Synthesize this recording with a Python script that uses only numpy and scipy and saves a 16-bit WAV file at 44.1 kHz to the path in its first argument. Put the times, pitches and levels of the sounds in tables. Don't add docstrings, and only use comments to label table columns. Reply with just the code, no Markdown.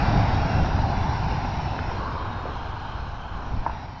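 import sys
import numpy as np
from scipy import signal
from scipy.io import wavfile
from scipy.ndimage import uniform_filter1d

SR = 44100
rng = np.random.default_rng(int(sys.argv[2]) if len(sys.argv) > 2 else 0)


def store_wav(level_fs):
    pcm = np.round(np.clip(np.atleast_2d(level_fs), -1, 1) * 32767)
    wavfile.write(sys.argv[1], SR, pcm.T.astype(np.int16))


N = 176400
FRAME, HOP = 1024, 256
TIME, HZ = np.arange(N) / SR, np.fft.rfftfreq(FRAME, 1 / SR)
FRAME_S = np.arange(N // HOP + 5) * HOP / SR


def amp(db):
    return 10 ** (np.asarray(db) / 20)


def unit(x):
    return x / np.sqrt(np.mean(x ** 2) + 1e-20)


def curve(points, t):
    return np.interp(t, *np.transpose(points))


def spectrum(points):
    f, db = np.transpose(points)
    return np.interp(np.log(HZ + 1), np.log(f), db)


def add(mix, s, sound):
    part = mix[round(s * SR):][:len(sound)]
    part += sound[:len(part)]


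def bell(x, centre, width):
    return np.exp(-.5 * ((x - centre) / width) ** 2)


def flutter(low_hz, high_hz, depth_db):
    rates = np.geomspace(low_hz, high_hz, 30)
    t = TIME[::32]
    wave = np.sin(2 * np.pi * (rates * t[:, None] + rng.random(len(rates)))).sum(1)
    return amp(depth_db * np.interp(TIME, t, unit(wave)))


def coloured(drive, colour_db, patchy_db):
    framing = dict(nperseg=FRAME, noverlap=FRAME - HOP)
    frames = signal.stft(np.pad(drive, (0, 2 * FRAME)), **framing)[2].T[:len(FRAME_S)]
    patches = uniform_filter1d(rng.standard_normal(frames.shape), size=24, axis=0)
    patches = unit(uniform_filter1d(patches, size=4, axis=1))
    gain = amp(colour_db)
    gain /= np.sqrt((gain ** 2).sum(-1, keepdims=True))
    shaped = frames * gain * amp(patchy_db * patches)
    return unit(signal.istft(shaped.T, **framing)[1][:N])


def tilted(facing_db, sky_db):
    # t/s, tilt (0 at the fire, 1 at the sky)
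    aim = [(0, 0.14), (1.65, 0.071), (1.9, 0.29), (2.15, .7), (2.45, 0.86), (3.35, 0.94), (3.6, 0.35),
           (3.75, .1), (4, 0.19)]
    tilt = curve(aim, FRAME_S)[:, None]
    return (1 - tilt) * facing_db + tilt * sky_db


def rumble():
    # t/s, level/dB
    level = [(0, -23.5), (.17, -19), (.3, -25), (.355, -21.5), (.41, -23.5), (.47, -22.5), (.52, -21.5),
             (.58, -19), (.64, -21), (.72, -24), (1.15, -25.5), (1.55, -28), (1.75, -30), (2.15, -29.5),
             (2.75, -34.5), (3.08, -32), (3.26, -35), (3.55, -30), (3.72, -38), (3.85, -36.5), (4, -40.5)]
    # f/Hz, level/dB
    facing = [(15, -16), (32, 0.5), (50, -3), (63, 1), (79, -2.5), (96, 2), (160, -6.5), (215, -12),
              (270, -10.5), (340, -20), (520, -24), (1000, -46)]
    sky = [(15, -5.5), (35, 5.5), (50, 1), (66, 1), (78, -3), (92, -1.5), (130, -6), (180, -15),
           (250, -14.5), (340, -20), (520, -23), (1000, -46)]
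    colour = tilted(spectrum(facing), spectrum(sky)) - 30 * (HZ > 1500)
    noise = coloured(rng.standard_normal(N), colour, patchy_db=.5)
    return noise * amp(curve(level, TIME)) * flutter(low_hz=14, high_hz=29.16, depth_db=-1.1)


def roar():
    # t/s, level/dB
    level = [(0, -26.5), (.2, -27.5), (.3, -27.5), (.5, -29), (.75, -30.5), (.9, -30), (1.15, -30),
             (1.38, -33), (1.65, -31.5), (1.97, -33.5), (2.12, -32), (2.33, -35), (2.6, -36), (2.85, -36.5),
             (3.2, -39), (3.45, -37), (3.6, -41), (3.68, -34.5), (3.76, -39.5), (4, -42)]
    # f/Hz, level/dB
    facing = [(150, -17), (330, -6.5), (500, -10.5), (680, 0.5), (850, 0), (1040, -3), (1220, -6.5),
              (1480, -1.5), (1700, -6.5), (1950, -17), (2600, -33)]
    sky = [(150, -21.5), (330, -10.5), (520, -11), (740, 0.5), (950, -0.5), (1150, -2), (1300, -3.5),
           (1560, -3.5), (1850, -18), (2600, -17)]
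    # t/s, f/Hz, boost/dB
    resonance = [(0, 750, 6.1), (.3, 775, 7.8), (.6, 800, 5.9), (0.899, 840, 9.5), (1.12, 900, 10),
                 (1.4, 870, 8.6), (1.75, 820, 11), (1.92, 900, 7), (2.02, 1110, 9.4), (2.13, 1100, 11),
                 (2.3, 1000, 4), (2.5, 1080, 4.4), (2.7, 950, 3.4), (3.15, 930, 3.6), (3.4, 900, 2.9),
                 (4, 930, 11)]
    s, centre_hz, boost_db = np.transpose(resonance)
    t = FRAME_S[:, None]
    hollow = np.interp(t, s, boost_db) * bell(HZ, np.interp(t, s, centre_hz), width=155)
    colour = tilted(spectrum(facing), spectrum(sky)) + hollow - 30 * (HZ > 3000)
    gas = rng.standard_normal(N)
    spits = amp(-13) * clicks(per_s=180, spread_db=2.5)
    noise = coloured(gas + spits, colour, patchy_db=.5)
    return noise * amp(curve(level, TIME)) * flutter(low_hz=13, high_hz=59.2, depth_db=.5)


def clicks(per_s, spread_db):
    hits = rng.random(N) < per_s / SR
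    sizes = amp(spread_db * np.minimum(rng.exponential(1, N), 4))
    return unit(hits * sizes)


def hiss():
    # t/s, level/dB
    level = [(0, -37.5), (.24, -39), (.33, -38), (.45, -40), (.9, -42.5), (1.15, -41), (1.55, -43),
             (1.95, -46), (2.1, -48), (2.25, -51), (2.8, -48.5), (3.3, -53), (3.6, -51.5), (3.75, -50),
             (4, -53.5)]
    # f/Hz, level/dB
    facing = [(1200, -17), (1900, 5.5), (2400, 3), (2880, 2), (3400, -3), (4050, -2), (4380, -2),
              (4750, -2), (5050, -7), (5480, 0), (5800, -8.5), (6050, -20), (7200, -26)]
    sky = [(1200, -25), (1900, -10), (2400, -2), (2800, -4.5), (3180, 6), (3480, -1), (3800, 1),
           (4200, 1.5), (4580, -9.5), (5000, -5.5), (5750, -11), (6050, -14), (7200, -26)]
    # t/s, f/Hz
    lower_dip = [(0, 2975), (.8, 3060), (1.3, 3240), (1.7, 3290), (3.4, 3540), (3.75, 3000), (4, 2820)]
    upper_dip = [(0, 4170), (0.651, 4330), (1.4, 4450), (2, 4500), (3.6, 4640), (4, 4380)]
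    t = FRAME_S[:, None]
    dips_db = sum(8.5 * bell(HZ, curve(path, t), width=85) for path in (lower_dip, upper_dip))
    flare_db = 6 * bell(t, centre=2.8, width=.2) * bell(HZ, centre=2980, width=130)
    colour = tilted(spectrum(facing) - dips_db, spectrum(sky)) + flare_db
    noise = coloured(rng.standard_normal(N), colour, patchy_db=2.3)
    return noise * amp(curve(level, TIME)) * flutter(low_hz=6, high_hz=43.3, depth_db=.5)


def rubs():
    # middle t/s, half length/s, level/dB
    strokes = [(0.63, .025, -33), (1.33, 0.022, -40), (1.764, 0.045, -42), (1.943, 0.085, -38),
               (2.201, 0.099, -40), (2.47, 0.055, -39)]
    # f/Hz, level/dB
    colour = [(80, -8), (250, 6), (500, 7.5), (800, -1), (1500, -15.5), (2300, -9), (5000, -61)]
    pressure = sum(amp(db) * bell(TIME, s, half) for s, half, db in strokes)
    slips = clicks(per_s=500, spread_db=2)
    return pressure * coloured(slips, spectrum(colour), patchy_db=-1.0)


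def knock(peak_db, pitch_hz, ring_share):
    # multiple of the pitch, level/dB, full t60/s
    modes = [(.33, -8, .032), (.77, -1.5, .024), (1, 8.5, .022), (1.09, -8, .05), (1.45, -16, .022),
             (1.87, -12.5, .02), (2.27, -17, .02)]
    rise_s = .0021
    t = np.arange(SR // 10) / SR
    ring = np.zeros_like(t)
    for i, (ratio, db, t60) in enumerate(modes):
        direction = 1 if i < 4 else -1
        decay = amp(db - 60 * t / (t60 * ring_share))
        ring += direction * decay * np.sin(2 * np.pi * pitch_hz * ratio * t)
    ring *= 1 - np.exp(-t / rise_s)
    return amp(peak_db) * ring / abs(ring).max()


def buffets():
    # middle t/s, half length/s, level/dB
    puffs = [(1.857, 0.076, -34.5), (2.5, .035, -34.5), (3.038, 0.032, -33.5), (3.338, 0.027, -30),
             (3.535, 0.019, -23.5), (3.602, 0.014, -25), (3.707, 0.03, -29.5)]
    # f/Hz, level/dB
    colour = [(10, -9.5), (32, 3.5), (55, -1.5), (90, -14.5), (200, -22.5), (600, -52), (3000, -91.5)]
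    force = sum(amp(db) * bell(TIME, s, half) for s, half, db in puffs)
    return force * coloured(rng.standard_normal(N), spectrum(colour), patchy_db=-2.0)


def scene():
    # t/s, peak/dB, pitch/Hz, share of the full ring time
    knocks = [(1.4512, -20.5, 774, 0.8), (1.7447, -25.5, 910, .5), (1.7907, -18.5, 1350, 0.23),
              (2.454, -24, 514, 0.87), (3.6633, -13, 934, 0.96), (3.696, -23, 940, .7)]
    mix = rumble() + roar() + hiss() + rubs() + buffets()
    for s, *blow in knocks:
        add(mix, s, knock(*blow))
    return mix[None]


def record(dry):
    edge_hz = 7350
    lowpass = signal.firwin(511, edge_hz, window=("kaiser", 9), fs=SR)
    return signal.oaconvolve(dry, lowpass[None], "same")


dry = scene()
out = record(dry)
store_wav(out)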